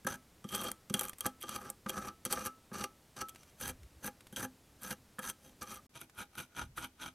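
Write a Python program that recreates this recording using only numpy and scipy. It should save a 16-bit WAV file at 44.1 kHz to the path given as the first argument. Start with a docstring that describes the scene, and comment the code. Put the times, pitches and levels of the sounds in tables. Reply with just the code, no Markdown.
"""A stiff little brush scrubs loosened paint off a die-cast toy car body pinned to a wooden bench: its bristles
stick and slip in dense grains, noise pulses that excite resonators for the modes of shell and bench.
Strokes land with soft low knocks, tufts snap over edges in bright noise bursts with pings, and paint crumbs tick.
After catches a decaying sine rings on; a rumble, a short room tail and faint air noise lie beneath.
The brush works on bonnet, door, bonnet and door; after a brief silence, on the far wing with a wider sound."""
import sys
import numpy as np
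from scipy import signal
from scipy.fft import rfft, irfft
from scipy.io import wavfile

SR = 44100
rng = np.random.default_rng(int(sys.argv[2]) if len(sys.argv) > 2 else 0)


def materialize(psi):
    """Save the field psi as 16-bit PCM at rate SR to the path in sys.argv[1].

    A 1-D psi becomes a single channel; in a 2-D psi each row is a channel.
    """
    bounded = np.clip(np.atleast_2d(psi).T, -1, 1)
    quanta = np.round(bounded * 32767).astype(np.int16)
    wavfile.write(sys.argv[1], SR, quanta)


N = 314874
TIME = np.arange(N) / SR   # s

# All table levels are relative.
# spectrum of the room noise: f/Hz, density/dB
AIR_SPECTRUM = [(25, -9.5), (70, -1.5), (250, -6.5), (400, -10.5), (1000, -17.5), (3000, -22),
                (12000, -25.5), (16000, -20.5)]
# shudder of the bench as the hand bears down: t/s, level/dB, time to fall 30 dB/s
SHUDDERS = [(3.66, -50, 0.7), (6.63, -48.5, 0.34)]
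# crumbs of paint breaking off: t/s, peak level/dB
CRUMB_TICKS = [(1.132, -45), (3.348, -52), (3.359, -48.5), (3.432, -51.5), (3.832, -55.5), (4.207, -49.5),
               (4.269, -49), (6.097, -54.5)]
# spectrum of a crumb's tick: f/Hz, density/dB
CRUMB_SPECTRUM = [(300, 3), (1000, 0), (2200, 2.5), (4500, -3.5), (10000, -3), (15000, -7)]
# resonances of shell and bench: f/Hz, width/Hz, level on the door/dB, on the bonnet/dB, on the far wing/dB
SHELL_MODES = [(133, 66, -11.5, -6.5, -5.5), (204.4, 28.5, -6.5, -7, -11.5), (256.2, 9.6, -15, -8, -11.5),
               (327.5, 13.5, -17.5, -35, -16.5), (381, 26, -14.5, -18.5, -19.5),
               (518.5, 24.5, -11, -10.5, -20.5), (667, 37, -20.5, -22.5, -17),
               (818, 26.6, -11.5, -11.5, -12), (945, 74, -28, -15, -12.5), (1194, 40, -8, -16.5, -36),
               (1254, 64, -11.5, -20.5, -10), (1301, 27, -15, -10.5, -36), (1430, 88, -37, -12.5, -4.5),
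               (1571, 70, -17, -11, -15.5), (1640, 72, -16.5, -9, -35), (2110, 91, -20.5, -52, -43),
               (2282, 73, -23, -23, -10), (2426, 100, -14, -17, -7.5), (2820, 82, -15, -18, -14.5),
               (3174, 320, -18, -16, -5), (3795, 260, -17, -15, -9.5), (4520, 410, -11.5, -15, -18),
               (5815, 280, -10, -28, -12.5), (6126, 170, -8, -5, -8), (7900, 120, -41, -38, -24),
               (8060, 940, -13, -19, -37), (9460, 2000, -12.5, -7.5, -8), (10740, 900, -16, -13.5, -11),
               (12650, 3600, -32, -5, -38)]
# landings of the brush: t/s, thud of the bench level/dB, clack of the shell level/dB
LANDINGS = [(.049, -31.5, -53), (.446, -31, -63), (.903, -26.5, -61), (.942, -26.5, -35), (1.256, -41, -36),
            (1.436, -50, -37), (1.861, -31, -25.5), (2.258, -30.5, -47), (2.716, -35.5, -39.5),
            (4.024, -49.5, -54), (4.325, -39.5, -62), (5.185, -37.5, -39)]
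# tufts snapping over an edge: t/s, crack level/dB, shell ping level/dB, shell clack level/dB,
# time to fall 30 dB/s
TUFT_SNAPS = [(.047, -40, -54, -46, 0.011), (0.067, -26.5, -66, -28, 0.02),
              (0.442, -46, -48.5, -44.5, 0.02), (0.489, -38, -44.5, -66, 0.022),
              (0.561, -26, -36, -38, .007), (0.703, -37, -52, -60, .006), (0.642, -26.5, -55, -34, 0.02),
              (0.7162, -18.5, -57, -58, 0.0064), (0.898, -34, -37.5, -41.5, 0.018),
              (0.94, -14, -21, -25.5, 0.015), (0.9937, -15, -34, -60, 0.011),
              (1.0108, -17, -37, -26, 0.0087), (1.084, -27, -45, -60, 0.0096),
              (1.095, -24, -46, -65, 0.011), (1.184, -35.5, -65, -59, 0.036),
              (1.2072, -18.5, -33, -38, 0.01), (1.264, -14, -40, -39, 0.013),
              (1.493, -22, -46, -35, 0.0059), (1.701, -21, -69.5, -36.5, 0.011),
              (1.895, -21, -35, -34.5, 0.0063), (1.902, -25, -48, -52, .008),
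              (2.2513, -19.5, -35.5, -44, 0.023), (2.3253, -13.5, -35, -27, 0.022),
              (2.461, -26, -45, -45, 0.0084), (2.84, -25, -39, -30, 0.012), (3.2182, -23, -40, -26, 0.0036),
              (3.2852, -33, -45, -47, .012), (3.2928, -30.5, -44, -60, .014),
              (3.679, -21.5, -46, -44, 0.0076), (4.077, -37, -53, -34, 0.011),
              (4.326, -42.5, -53, -55.5, 0.049), (4.361, -40, -34.5, -48, 0.05),
              (4.833, -27, -58, -58, 0.0069), (5.191, -28, -47, -31, .018), (5.299, -21, -46, -43, 0.013),
              (6.353, -44, -44, -44.5, 0.006), (6.777, -56, -47, -34.5, 0.019)]
# spectrum of a snap's crack: f/Hz, density/dB
CRACK_SPECTRUM = [(500, -8.5), (2000, -3.5), (5000, -10), (8000, 4), (11000, 5), (13500, 4), (16000, -2)]
# the brush catches on an edge, loads up and slips off: t/s, time to load by 30 dB/s,
# rasp level/dB, push level/dB, level of the ring left behind/dB
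EDGE_CATCHES = [(.071, 0.0059, -31, -32.5, -40.5), (.553, 0.055, -34, -33, -68),
                (0.715, .03, -58, -54, -55), (1.264, 0.034, -37, -30.5, -47.5),
                (1.896, 0.02, -31.5, -34, -57), (1.986, 0.1, -44, -36.5, -46),
                (2.085, 0.055, -42.5, -51, -48.5), (2.328, 0.014, -29, -41, -57),
                (2.381, .06, -47, -31.5, -48), (2.469, 0.049, -30.5, -31.5, -42),
                (2.843, 0.033, -33, -46, -50.5), (3.215, 0.026, -33, -53, -37),
                (5.297, 0.055, -32.5, -37, -67)]
# place of the brush: from t/s, place (0 door, 1 bonnet, 2 far wing)
BRUSH_PLACES = [(0, 1), (.3, 0), (3.5, 1), (5.5, 0), (5.88, 2)]
# fading by 30 dB as the brush lifts, one row per place: rasp time/s, push time/s
LIFT_TIMES = [(0.027, 0.048), (0.019, 0.025), (0.053, 0.043)]
# strokes: t when the bristles are fully down/s, attack/s, hold/s, bristle rasp level/dB,
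# push on the shell level/dB, swell over the hold/dB, swish of the tips level/dB,
# rub on the panel edge level/dB, weight on the low modes level/dB
BRUSH_STROKES = [(0.073, .008, 0.084, -46.5, -46, 0, -18, -18, -2),
                 (0.522, .075, 0.17, -46.5, -44, 1, -2, -4.5, -1.5),
                 (0.944, 0.041, 0.14, -49, -46, 2.5, 1.5, -7.5, -5),
                 (1.251, 0.08, 0.036, -54.5, -54, -1, -4, -14, -2.5),
                 (1.416, .012, .02, -49, -57.5, -2.5, 3, -1, -6),
                 (1.487, 0.056, 0.076, -44, -43.5, 2.5, -14, -10, -3.5),
                 (1.583, 0.021, 0.11, -57.5, -50, 4, -9, -16, -3.5),
                 (1.898, .04, 0.19, -50.5, -44.5, 2, -9.5, -22, -3),
                 (2.253, 0.0041, 0.013, -38.5, -42, -4, -9, -20, -3),
                 (2.311, 0.029, 0.15, -45.5, -44.5, -18.5, -9, -22, -4),
                 (2.735, 0.015, 0.087, -43, -41.5, 6.5, -13.5, -25, -3),
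                 (3.166, 0.0086, 0.056, -44.5, -43.5, 1.5, -20, -28, -4),
                 (3.372, .06, 0.13, -66, -76, 1, -15, -15, -1),
                 (3.607, 0.036, .097, -42, -45, 2.5, -7, -15, -2),
                 (4.045, 0.038, 0.034, -43, -44.5, -0.5, -2.5, -18, -0.5),
                 (4.369, .012, 0.082, -45.5, -44.5, 2.5, -4, -17, 0),
                 (4.838, 0.053, 0.091, -46.5, -48, 0.5, -6, -15.5, -2),
                 (5.23, .045, 0.053, -41.5, -41.5, 6.5, -16, -17.5, -8.5),
                 (5.448, 0.091, .07, -63, -72.5, -1, -14, -14, 9.5),
                 (5.612, 0.0046, 0.019, -41.5, -43.5, -1, -11, -26, -4),
                 (5.692, 0.056, 0.085, -47, -47.5, -5.5, -10, -15, -5.5),
                 (5.954, 0.028, 0.014, -50.5, -54, 4, -13, -18, 0.5),
                 (6.015, 0.02, 0.0089, -50.5, -54, -12, -1, -29, 3.5),
                 (6.182, 0.039, 0.033, -46.5, -44, -2, -8, -17, -3.5),
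                 (6.385, 0.062, 0.022, -45.5, -46.5, 5, -6, -24, 0),
                 (6.584, 0.066, .045, -47.5, -45.5, -3, -13, -13, -2.5),
                 (6.774, .02, 0.073, -47.5, -47.5, -1.5, -9, -15, -3.5),
                 (7.019, 0.047, 0.049, -45, -44, -1, -16, -16, -4)]
# spectrum of the fine swish of the bristles: f/Hz, density/dB
SWISH_SPECTRUM = [(300, -22), (1000, -22), (2500, 5.5), (5000, -21.5), (9000, 6.5), (12500, 8.5),
                  (14500, 11), (16000, -30)]

AIR_DB = -62.5   # rms of each air noise before its weight in mid or side
SHUDDER_RISE_S, LANDING_FALL_S, CATCH_FALL_S = 0.057, 0.014, 0.021   # times for 30 dB
BENCH_TOP_HZ, LOW_TOP_HZ, SHELL_TOP_HZ = 300, 900, 2000   # bounds between the forces driving the modes
RING_HZ, RING_T60_S = 1309, .28
EDGE_HZ, EDGE_WIDTH_HZ = 3215, 74   # lower mode of the panel edge
TING_HZ, TING_WIDTH_HZ, TING_DB = 7900, 260, -13.5   # its upper mode
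UNEVEN_DB, UNEVEN_PER_S = 1.92, 55   # wobble of the pressure as the bristles ride over the crust
SILENT_FROM_S, SILENT_TO_S = 5.867, 5.894
SIDE_FROM_HZ, CUTOFF_HZ = 1000, 16200


def from_db(db):
    """A level in decibels is twenty times the logarithm of an amplitude ratio; returns the ratio."""
    return 10 ** (np.asarray(db) / 20)


def rms_one(x):
    """Division by the root mean square normalises the power to 1."""
    return x / np.sqrt(np.mean(x ** 2) + 1e-20)


def random_signs():
    """Random polarity whitens a train of pulses."""
    return rng.choice([-1, 1], N)


def drift(rate):
    """Interpolated random values, `rate` a second, form a slow fluctuation of rms 1."""
    knots = rng.standard_normal(int(rate * N / SR) + 2)
    return rms_one(np.interp(TIME * rate, np.arange(len(knots)), knots))


def low_pass(x, hz, order=2):
    """A Butterworth filter attenuates frequencies above its corner."""
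    sections = signal.butter(order, min(hz, SR / 2 - 1), fs=SR, output="sos")
    return signal.sosfilt(sections, x + 1e-18)


def resonate(x, hz, width):
    """A pole pair forms a damped mode, scaled to keep the power of white noise."""
    r = np.exp(-np.pi * width / SR)
    zeros = np.sqrt((1 - r * r) / 2) * np.array([1, 0, -1])
    poles = [1, -2 * r * np.cos(2 * np.pi * hz / SR), r * r]
    return signal.lfilter(zeros, poles, x + 1e-18)


def colour(x, spectrum, size=4096):
    """A causal minimum-phase filter imposes a spectrum and keeps the power of white noise."""
    hz, db = np.transpose(spectrum)
    bins_hz = np.arange(size // 2 + 1) * SR / size
    gain = rms_one(from_db(np.interp(np.log(bins_hz + 1), np.log(hz), db)))
    # folding the cepstrum onto positive times gives minimum phase
    cepstrum = irfft(np.log(gain))
    cepstrum[1:size // 2] *= 2
    cepstrum[size // 2 + 1:] = 0
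    return signal.fftconvolve(x, irfft(np.exp(rfft(cepstrum))))[:N]


def bursts(times, levels_db, lengths):
    """Sudden releases decay exponentially, each by 30 dB over its length."""
    out = np.zeros(N)
    for s, db, length in zip(times, levels_db, lengths):
        at = int(s * SR)
        age = TIME[:min(int(2 * length * SR), N - at)]
        out[at:at + len(age)] += from_db(db - 30 * age / length)
    return out


def swell(s, rise_s, hold_s, fall_s, tilt_db=0):
    """A contact force climbs 30 dB over its rise up to s, holds with a tilt, and drops 30 dB over its fall."""
    out = np.zeros(N)
    start = max(int((s - 2 * rise_s) * SR), 0)
    span = slice(start, int((s + hold_s + 2 * fall_s) * SR))
    age = TIME[span] - s
    outside = np.maximum(-age / rise_s, 0) + np.maximum((age - hold_s) / fall_s, 0)
    tilt = tilt_db * np.interp(age, [0, hold_s], [-.5, .5])
    out[span] = from_db(tilt - 30 * outside)
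    return out


def held(rows):
    """A stepwise quantity keeps each row's values until the next row starts."""
    starts, *columns = np.transpose(rows)
    row = np.maximum(np.searchsorted(starts, TIME, side="right") - 1, 0)
    return [column[row] for column in columns]


def brush_place():
    """The point of contact selects which modal strengths apply at every sample."""
    return held(BRUSH_PLACES)[0].astype(int)


def air_noise():
    """Stationary room noise is white noise with a shaped spectrum."""
    return from_db(AIR_DB) * colour(rng.standard_normal(N), AIR_SPECTRUM)


def room(x, t60, wall_hz):
    """Reverberation convolves sound with exponentially decaying noise, here a short, dull workshop tail."""
    age = TIME[:SR // 2]
    decay = from_db(-60 * age / t60) * (age > .004)   # starts after 4 ms
    tail = low_pass(rng.standard_normal(len(age)) * decay, wall_hz, order=1)
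    return signal.fftconvolve(x, tail / np.sqrt(np.sum(tail ** 2)))[:N]


def shudder(push, hz, width, top_hz, stroke_db):
    """Forced vibration: noise scaled by load makes the bench top rumble under strokes and the bearing hand."""
    load = from_db(stroke_db) * push
    for s, db, fall_s in SHUDDERS:
        load = load + from_db(db) * swell(s, SHUDDER_RISE_S, 0, fall_s)
    return low_pass(resonate(load * rng.standard_normal(N), hz, width), top_hz)


def crumbs(length_s):
    """A small, dry impact has a broad spectrum and dies at once: one tick for each crumb."""
    s, db = np.transpose(CRUMB_TICKS)
    ticks = bursts(s, db, np.full(len(s), length_s))
    return colour(ticks * random_signs(), CRUMB_SPECTRUM)


def knocks(level_db, soft_hz, size=6):
    """A soft impact contains little treble, so a landing rocks only the lowest modes."""
    s, db, _ = np.transpose(LANDINGS)
    blows = np.zeros(N)
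    blows[(s * SR).astype(int)] = from_db(db + level_db)
    blows = low_pass(blows, soft_hz)
    out = np.zeros(N)
    for k, (hz, width, door_db, _, _) in enumerate(SHELL_MODES[:size]):
        out += (-1) ** k * from_db(door_db) * resonate(blows, hz, width)   # alternating polarity
    return out


def free_ring():
    """Free vibration: let go by the brush, the shell sings on as an exponentially decaying sine."""
    out = np.zeros(N)
    age = TIME[:SR // 2]
    for s, *_, db in EDGE_CATCHES:
        at = int(s * SR)
        decay = from_db(db - 60 * age / RING_T60_S)
        out[at:at + len(age)] += decay * np.sin(2 * np.pi * RING_HZ * age)
    return out


def panel_edge(x):
    """Modal superposition: the thin edge of a panel rings in two high modes."""
    ting = from_db(TING_DB) * resonate(x, TING_HZ, TING_WIDTH_HZ)
    return resonate(x, EDGE_HZ, EDGE_WIDTH_HZ) + ting


def snaps(crack_db, first_db, first_s, ping_db):
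    """Sudden elastic release: a tuft lets go, a short and a longer burst crack, and the panel edge pings."""
    s, cracks, pings, _, lengths = np.transpose(TUFT_SNAPS)
    first = bursts(s, cracks + first_db, np.full(len(s), first_s))
    letting_go = first + bursts(s, cracks + crack_db, lengths)
    crack = colour(letting_go * random_signs(), CRACK_SPECTRUM)
    ping = panel_edge(bursts(s, pings + ping_db, lengths) * random_signs())
    return crack + ping


def slips(per_s, spread_db, clump_db, clump_rate):
    """Stick-slip friction releases bristles as random pulses, clumped as tufts let go; rms 1."""
    sizes = from_db(spread_db * np.minimum(rng.exponential(1, N), 4))
    born = rng.random(N) < per_s / SR
    clumps = from_db(clump_db * np.clip(drift(clump_rate), -2, 2))
    return rms_one(sizes * born * clumps)


def flicks(per_s, low_hz, high_hz, width, count=10):
    """Freed bristles vibrate briefly, each dealt one of `count` geometrically spaced pitches; rms 1."""
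    sizes = from_db(3 * np.minimum(rng.exponential(1, N), 3)) * random_signs()
    born = rng.random(N) < per_s / SR
    dealt = rng.integers(0, count, N)
    pitches = np.geomspace(low_hz, high_hz, count)
    return rms_one(sum(resonate(sizes * born * (dealt == k), hz, width) for k, hz in enumerate(pitches)))


def shell(bench_force, shell_force, bristle_force, wander_db, wander_rate, low_db):
    """Modal excitation: each mode's strength depends on the place; treble modes fluctuate as contact travels."""
    place = brush_place()
    weight = from_db(low_db)
    out = np.zeros(N)
    for hz, width, *place_db in SHELL_MODES:
        if hz < SHELL_TOP_HZ:
            force = bench_force if hz < BENCH_TOP_HZ else shell_force
            force = force * (weight if hz < LOW_TOP_HZ else 1)
        else:
            force = bristle_force * from_db(wander_db * drift(wander_rate))
        out += resonate(force * from_db(place_db)[place] * random_signs(), hz, width)
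    return out


def effort():
    """Contact force governs friction: strokes and catches set the bristles' rasp and their push on the shell."""
    place = brush_place()
    rasp, push = np.zeros((2, N))
    for s, attack_s, hold_s, rasp_db, push_db, swell_db, *_ in BRUSH_STROKES:
        rasp_lift_s, push_lift_s = LIFT_TIMES[place[int(s * SR)]]
        rasp += from_db(rasp_db) * swell(s, attack_s, hold_s, rasp_lift_s, swell_db)
        push += from_db(push_db) * swell(s, attack_s, hold_s, push_lift_s, swell_db)
    wobble = from_db(UNEVEN_DB * drift(UNEVEN_PER_S))
    rasp, push = rasp * wobble, push * wobble
    for s, loading_s, rasp_db, push_db, _ in EDGE_CATCHES:
        load = swell(s, loading_s, 0, CATCH_FALL_S)
        rasp = np.maximum(rasp, from_db(rasp_db) * load)
        push = np.maximum(push, from_db(push_db) * load)
    return rasp, push


def brushing(rasp, push, bench_db, push_db, rasp_db, clack_db, knock_db, edge_db, flick_db, clump_db):
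    """Stick-slip excitation: bristles ring the shell, hiss and flick; landings and snaps kick the same modes."""
    tip_rows = [(s - attack_s, swish, rub, low) for s, attack_s, *_, swish, rub, low in BRUSH_STROKES]
    swish_db, rub_db, low_db = held(tip_rows)
    grains = slips(per_s=9000, spread_db=2.0, clump_db=clump_db, clump_rate=450)
    tips = slips(per_s=3200, spread_db=8.5, clump_db=clump_db, clump_rate=190)   # finest tips slip alone

    landing_s, _, landing_db = np.transpose(LANDINGS)
    landings = bursts(landing_s, landing_db + knock_db, np.full(len(LANDINGS), LANDING_FALL_S))
    s, _, pings, clacks, lengths = np.transpose(TUFT_SNAPS)
    kicks = bursts(s, clacks + clack_db, lengths)
    edge_kicks = bursts(s, pings + edge_db, lengths)

    force = (push * from_db(push_db) + landings) * grains
    bristle_force = rasp * grains * from_db(rasp_db) + edge_kicks
    body = shell(force * from_db(bench_db), force + kicks, bristle_force,
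                 wander_db=2.0, wander_rate=70, low_db=low_db)
    edge = panel_edge(rasp * grains * from_db(rub_db) * random_signs())
    swish = colour(rasp * tips * from_db(swish_db) * random_signs(), SWISH_SPECTRUM)
    flicking = flicks(per_s=450, low_hz=7000, high_hz=14900, width=390)
    return body + edge + swish + rasp * from_db(flick_db) * flicking


def scene():
    """Superposition in mid and side: almost mono at first; after the brief silence, more room and width."""
    rasp, push = effort()
    work = brushing(rasp, push, bench_db=-2.0, push_db=1.0, rasp_db=-4.0, clack_db=0.5, knock_db=1.5,
                    edge_db=-5.5, flick_db=-14.0, clump_db=3.5)
    work = work + snaps(crack_db=-13.0, first_db=-12.0, first_s=0.0026, ping_db=-4.5)
    work = work + crumbs(length_s=0.014)
    work = work + knocks(level_db=25.0, soft_hz=302) + free_ring()

    wide = TIME > SILENT_FROM_S
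    mid = work + from_db(-21.0) * room(work, t60=0.16, wall_hz=6060)
    mid = mid + shudder(push, hz=66.0, width=35, top_hz=135, stroke_db=-17.5)
    mid = mid + air_noise() * np.where(wide, from_db(-5.0), 1)

    reflections = from_db(-16) * room(work * wide, t60=.04, wall_hz=7000)
    side = reflections + air_noise() * np.where(wide, from_db(-7.0), from_db(-23.0))
    # long waves reach both channels alike
    side = signal.sosfilt(signal.butter(2, SIDE_FROM_HZ, "high", fs=SR, output="sos"), side)
    return np.array([mid + side, mid - side])


def record(dry):
    """Band limitation: the top rolls off, the sound drops out briefly, and the highest treble is cut."""
    sounding = (TIME < SILENT_FROM_S) | (TIME > SILENT_TO_S)
    sound = low_pass(dry, 13300, order=4) * sounding
    return signal.sosfilt(signal.ellip(10, .2, 80, CUTOFF_HZ, fs=SR, output="sos"), sound)


dry = scene()
out = record(dry)
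materialize(out)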